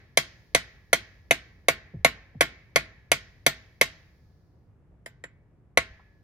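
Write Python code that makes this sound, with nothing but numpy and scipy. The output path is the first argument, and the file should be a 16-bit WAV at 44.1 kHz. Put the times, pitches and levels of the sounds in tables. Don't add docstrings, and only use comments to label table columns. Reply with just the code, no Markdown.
import sys
import numpy as np
from scipy import signal
from scipy.fft import irfft
from scipy.io import wavfile
from scipy.ndimage import uniform_filter1d, minimum_filter1d

SR = 44100
rng = np.random.default_rng(int(sys.argv[2]) if len(sys.argv) > 2 else 0)


def to_wav(sig):
    pcm = np.clip(np.atleast_2d(sig), -1, 1) * 32767
    pcm = np.round(pcm).astype(np.int16)
    wavfile.write(sys.argv[1], SR, pcm.T)


N = 274743
AGE = np.arange(SR) / SR

# start_s, force_db, contact_brightness_db, top_head_ping_db
BLOWS = [(-0.2, 2, 0, 0), (0.1725, -0.7, 6, 4), (0.5478, 1.2, 2, -1), (0.9299, 0.3, 2.5, 1),
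         (1.3091, -0.2, 0.5, 0), (1.684, 2.2, -4, 2), (2.0468, 3.5, -3.5, 2), (2.4085, 1.8, -1.5, 2),
         (2.7592, 1.6, -3.5, -3), (3.1166, -0.3, 3.3, 2), (3.4643, 0.2, 2.8, 8), (3.8122, 0, 3.5, 4),
         (5.0605, -24.5, -7, 4), (5.2389, -23, -19, -27), (5.7733, 0.2, -2.5, -14)]
# pitch_hz, level_db, length_s, channel_phase_rad
PLUG_SHUDDER = [(585, -6, .007, .55), (2130, -12, .007, 1.45), (5900, -19, .007, 1.4),
                (10300, -19, .003, 1.2)]
# pitch_hz, level_db, t60_s, channel_phase_rad
WALL_MODES = [(143, -31, .13, .3), (210, -31, .07, .3), (291, -23, .06, .4), (520, -24, .04, .5),
              (668, -17, .065, .6), (960, -23, .055, 1.3), (1105, -26, .08, 1.5)]
# pitch_hz, level_db, t60_s, channel_phase_rad
HOUSING_MODES = [(1110, -27, .065, 1.2), (1420, -29, .1, 1.4), (1660, -31, .09, 1.4), (1755, -22, .05, 1.3),
                 (1897, -25, .09, 1.4), (2024, -14, .06, 1.3), (2110, -17, .055, 1.3),
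                 (2175, -27, .17, 2.0), (2274, -14, .05, 1.35), (2450, -22, .045, 1.4),
                 (2600, -25, .05, 1.5), (3270, -26, .055, 1.3), (3460, -26, .055, 1.8),
                 (3640, -28, .045, 1.6), (4140, -33, .07, 1.8), (4850, -34, .06, 1.6),
                 (5540, -29, .035, 1.5), (6055, -23, .035, 1.3), (6390, -27, .035, 1.4)]
# pitch_hz, level_db, t60_s, channel_phase_rad
HEAD_MODES = [(7219, -34, .1, 1.7), (8680, -30, .07, 2.6), (10200, -29, .04, 1.4), (13150, -38, .1, 2.6),
              (13855, -28, .1, 2.55)]
# band_hz, level_db, t60_s
CRACK_BANDS = [(200, -37, 0.12), (500, -31.5, 0.01), (1300, -25, 0.028), (2100, -19, 0.021),
               (3300, -17.5, 0.032), (6000, -25, 0.015), (10800, -22, 0.042), (14500, -27, .016)]
# band_hz, level_db, t60_s
CLANK_BANDS = [(198, -42, 0.31), (507, -31.5, 0.092), (1300, -35, 0.17), (2000, -25.5, .15),
               (3000, -30.5, 0.21), (5550, -30, .12), (9300, -40.5, 0.16), (15200, -54, 0.09)]
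# pitch_hz, level_db, t60_s, channel_phase_rad
LASTING_MODES = [(662, -53, .45, .6), (1087, -54, .45, 1.2), (1500, -51, .4, 1.5), (1583, -50, .45, 1.2),
                 (1739, -62, 1.6, 1.2), (1857, -44, .3, 1.3), (1965, -53, .7, 1.3), (2099, -43, .3, 1.4),
                 (2293, -53, .7, 1.5)]
# band_hz, level_db, t60_s
YARD_BANDS = [(200, -61.5, 0.55), (500, -57.5, 0.72), (1000, -63, 0.8), (1510, -56.5, 0.59),
              (1830, -48, 0.74), (2820, -56, 0.68), (5200, -51.5, 0.48), (7900, -68.5, 0.19),
              (15000, -80.5, 0.45)]
# band_hz, level_db, t60_s
FAR_BANDS = [(500, -78, 0.62), (1400, -79.5, 1.9), (2000, -68.5, 0.85), (2840, -81, 1.9), (4800, -79, 4.8),
             (8000, -86.5, 0.71), (13000, -79, 5.7)]
# start_s, level_db, start_pitch_hz, length_s
BUMPS = [(1.937, -27, 195, 0.12), (2.35, -33, 225, 0.08), (5.9, -40, 60, 0.1)]
# start_s, level_db, centre_hz
TICKS = [(1.938, -43.5, 414), (2.345, -52, 520), (4.54, -60, 550), (4.918, -57.5, 560), (5.992, -52, 950)]
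# frequency_hz, relative_density_db (per Hz)
AIR_SPECTRUM = [(20, -23.5), (35, -10.5), (55, -2), (95, -1.5), (160, -7.5), (250, -18), (330, -17.5),
                (500, -23.5), (1000, -32), (2000, -39), (4000, -55), (16000, -60)]
# frequency_hz, correlation (-1 to 1)
LIKENESS = [(100, 0.9), (500, .8), (1200, 0.45), (3000, 0.12), (7000, -0.037), (14000, -0.73)]

FULL_PITCH, PITCH_PER_DB, PITCH_SCATTER = 1.008, 0.004, 0.016
KNOCK_DB, KNOCK_PER_DB = -1.8, 0.12
PING_DB, PING_PER_DB = 2, -0.4
LASTING_DB, LASTING_PER_DB = -0.5, -0.25
ECHO_DB, ECHO_PER_DB = 0, -0.3
PLUG_DB, CLANK_DB = -5.2, -1.3
CRACK_FOLLOW, CLANK_FOLLOW, ECHO_FOLLOW = 0.45, 0.9, 1.0
KNOCK_RISE_S, HOUSING_RISE_S, CRACK_RISE_S = 0.0013, 0.00056, 0.0006
CLANK_RISE_S, YARD_RISE_S, FAR_RISE_S = 0.0027, 0.015, 0.1
REBOUND_S, REBOUND_DB = 0.0035, -5.5
GROUND_DELAY_S, GROUND_DB = 0.012, -18.5
BALANCE_DB = -0.6
SETTLE_HZ, BUMP_RISE_S = 60, 0.0086
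SINK_SHARE, BUMP_RING = 0.33, 2.4
AIR_DB, AIR_DRIFT_DB = -58, 0.56
LIMIT, EDGE_HZ = 0.93, 16200


def hammer(ripple_db=3.5):
    out = np.zeros((2, N))
    ribs_db = ripple_db * bunching(size=70)
    for start_s, force_db, bright_db, ping_db in BLOWS:
        add(out, start_s, blow(force_db, bright_db, ping_db, ribs_db))
    return out * amp(BALANCE_DB * np.array([[.5], [-.5]]))


def blow(force_db, bright_db, ping_db, ribs_db, wander_db=4.5):
    tune = FULL_PITCH + PITCH_PER_DB * force_db + PITCH_SCATTER * rng.standard_normal()
    echo_db = ECHO_DB + ECHO_PER_DB * force_db + ECHO_FOLLOW * bright_db
    ripple = amp(ribs_db + wander_db * bunching(size=300))
    close = plug(force_db, bright_db, tune) + knock(force_db) + housing(bright_db, tune)
    close = close + head(force_db, ping_db) + crack(bright_db, ripple)
    direct = reflect(close, GROUND_DELAY_S, GROUND_DB)
    casting = lasting(force_db) + clank(bright_db, ripple)
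    echoes = yard(echo_db, ribs_db) + far(echo_db)
    return amp(force_db) * (direct + casting + echoes)


def plug(force_db, bright_db, tune, slip=0.51):
    lowest_db = PLUG_DB + KNOCK_PER_DB * force_db
    extra_db = [lowest_db, 0, .5 * bright_db, bright_db]
    wobbles = rng.standard_normal(len(PLUG_SHUDDER))
    out = 0
    for (hz, db, length, spread), extra, wobble in zip(PLUG_SHUDDER, extra_db, wobbles):
        window = np.sin(np.pi * np.minimum(AGE / length, 1)) ** 2
        phase = mode_phase(hz * tune, slip * wobble, spread)
        out = out + amp(db + extra) * window * np.sin(phase)
    return out


def knock(force_db):
    level_db = KNOCK_DB + KNOCK_PER_DB * force_db
    return ring(WALL_MODES, level_db, 1, scatter_db=2.17, slip=0.36) * swell(KNOCK_RISE_S) ** 2


def housing(bright_db, tune):
    mode_db = bright_db * treble(np.array(HOUSING_MODES)[:, 0])
    return ring(HOUSING_MODES, mode_db, tune, scatter_db=1.5, slip=0.93) * swell(HOUSING_RISE_S)


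def head(force_db, ping_db):
    mode_db = np.linspace(PING_DB + PING_PER_DB * force_db, ping_db, len(HEAD_MODES))
    return ring(HEAD_MODES, mode_db, 1, scatter_db=0.4, slip=np.pi)


def crack(bright_db, ripple):
    first = dense(CRACK_BANDS, CRACK_FOLLOW * bright_db, ripple) * swell(CRACK_RISE_S)
    return reflect(first, REBOUND_S, REBOUND_DB)


def clank(bright_db, ripple):
    body = dense(CLANK_BANDS, CLANK_FOLLOW * bright_db, np.sqrt(ripple))
    return amp(CLANK_DB) * body * swell(CLANK_RISE_S)


def lasting(force_db):
    level_db = LASTING_DB + LASTING_PER_DB * force_db
    return ring(LASTING_MODES, level_db, tune=0.98, scatter_db=3.0, slip=np.pi)


def yard(echo_db, ribs_db):
    return dense(YARD_BANDS, echo_db, amp(.5 * ribs_db)) * swell(YARD_RISE_S)


def far(echo_db):
    return dense(FAR_BANDS, echo_db, 1) * swell(FAR_RISE_S) * (1 - AGE ** 4)


def rocking(slow_hz=55, slow_db=-49, quick_hz=95, quick_db=-53):
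    out = np.zeros((2, N))
    envelope = fade(.9) * swell(.02)
    for start_s, force_db, *_ in BLOWS:
        slow = amp(slow_db) * np.sin(2 * np.pi * slow_hz * AGE)
        quick = amp(quick_db) * np.sin(2 * np.pi * (quick_hz * AGE + rng.random()))
        add(out, start_s, (amp(force_db) * (slow + quick) * envelope)[None])
    return out


def handling():
    out = np.zeros((2, N))
    for start_s, db, start_hz, length in BUMPS:
        add(out, start_s, amp(db) * bump(start_hz, length))
    for start_s, db, centre in TICKS:
        add(out, start_s, amp(db) * scuff_or_tick(centre))
    return out


def bump(start_hz, length, unevenness=0.52):
    hz = SETTLE_HZ + (start_hz - SETTLE_HZ) * np.exp(-AGE / (SINK_SHARE * length))
    slow_noise = uniform_filter1d(rng.standard_normal(len(AGE)), size=250)
    judder = 1 + unevenness * unit(uniform_filter1d(slow_noise, size=150))
    tone = np.sin(2 * np.pi * np.cumsum(hz) / SR)
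    return (judder * tone * swell(BUMP_RISE_S) * fade(BUMP_RING * length))[None]


def scuff_or_tick(centre):
    hz, spectra = noise_pair(len(AGE))
    band = 1 / (1 + (1.6 * np.log2((hz + 1) / centre)) ** 4)
    return unit(irfft(spectra * band, len(AGE))) * swell(.003) * fade(.08)


def air():
    hz, spectra = noise_pair(N)
    t = np.arange(N) / SR
    drift = 0
    for drift_hz in np.geomspace(.3, 5, 12):
        drift = drift + np.sin(2 * np.pi * (drift_hz * t + rng.random())) / np.sqrt(drift_hz)
    rumble = unit(irfft(spectra * amp(read(AIR_SPECTRUM, hz)), N))
    return amp(AIR_DB + AIR_DRIFT_DB * unit(drift)) * rumble


def ring(modes, mode_db, tune, scatter_db, slip):
    extras = mode_db + np.zeros(len(modes))
    draws = rng.standard_normal((len(modes), 2))
    out = 0
    for (hz, db, t60, spread), extra, (strength, shift) in zip(modes, extras, draws):
        phase = mode_phase(hz * tune, slip * shift, spread)
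        out = out + amp(db + extra + scatter_db * strength) * fade(t60) * np.sin(phase)
    return out


def mode_phase(hz, shift, spread):
    return 2 * np.pi * hz * AGE + shift + np.array([[-.5], [.5]]) * spread


def dense(bands, bright_db, ripple):
    hz, spectra = noise_pair(len(AGE))
    spectra = spectra * ripple * hz ** 2 / (hz ** 2 + 80 ** 2)
    centres = [row[0] for row in bands]
    out = 0
    for own, (centre, db, t60) in zip(np.eye(len(bands)), bands):
        mask = read(list(zip(centres, own)), hz)
        band = unit(irfft(spectra * mask, len(AGE)))
        out = out + band * amp(db + bright_db * treble(centre)) * fade(t60)
    return out


def bunching(size):
    return unit(uniform_filter1d(rng.standard_normal(len(AGE) // 2 + 1), size=size))


def treble(hz):
    return np.clip(np.log2(hz / 2100), 0, 1)


def noise_pair(size):
    hz = np.fft.rfftfreq(size, 1 / SR)
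    mid, side = rng.standard_normal((2, len(hz))) + 1j * rng.standard_normal((2, len(hz)))
    same = np.clip(read(LIKENESS, hz), -1, 1)
    mid, side = mid * np.sqrt(1 + same), side * np.sqrt(1 - same)
    return hz, np.array([mid + side, mid - side])


def reflect(x, delay, db):
    later = np.pad(x, ((0, 0), (round(delay * SR), 0)))[:, :x.shape[1]]
    return x + amp(db) * later


def fade(t60):
    return np.exp(-np.log(1000) * AGE / t60)


def swell(rise):
    return 1 - np.exp(-AGE / rise)


def amp(db):
    return 10 ** (np.asarray(db) / 20)


def unit(x):
    return x / np.sqrt(np.mean(x ** 2) + 1e-20)


def read(points, hz):
    f, value = np.transpose(points)
    return np.interp(np.log(hz + 1), np.log(f), value)


def add(mix, start_s, sound):
    start = round(start_s * SR)
    sound = sound[:, max(-start, 0):]
    part = mix[:, max(start, 0):][:, :sound.shape[1]]
    part += sound[:, :part.shape[1]]


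def scene():
    return hammer() + rocking() + handling() + air()


def record(dry):
    need = np.minimum(1, LIMIT / (abs(dry).max(0) + 1e-9))
    gain = uniform_filter1d(minimum_filter1d(need, size=21), size=21)
    lowpass = signal.firwin(255, EDGE_HZ, window=("kaiser", 9), fs=SR)
    return signal.oaconvolve(dry * gain, lowpass[None], "same")


dry = scene()
out = record(dry)
to_wav(out)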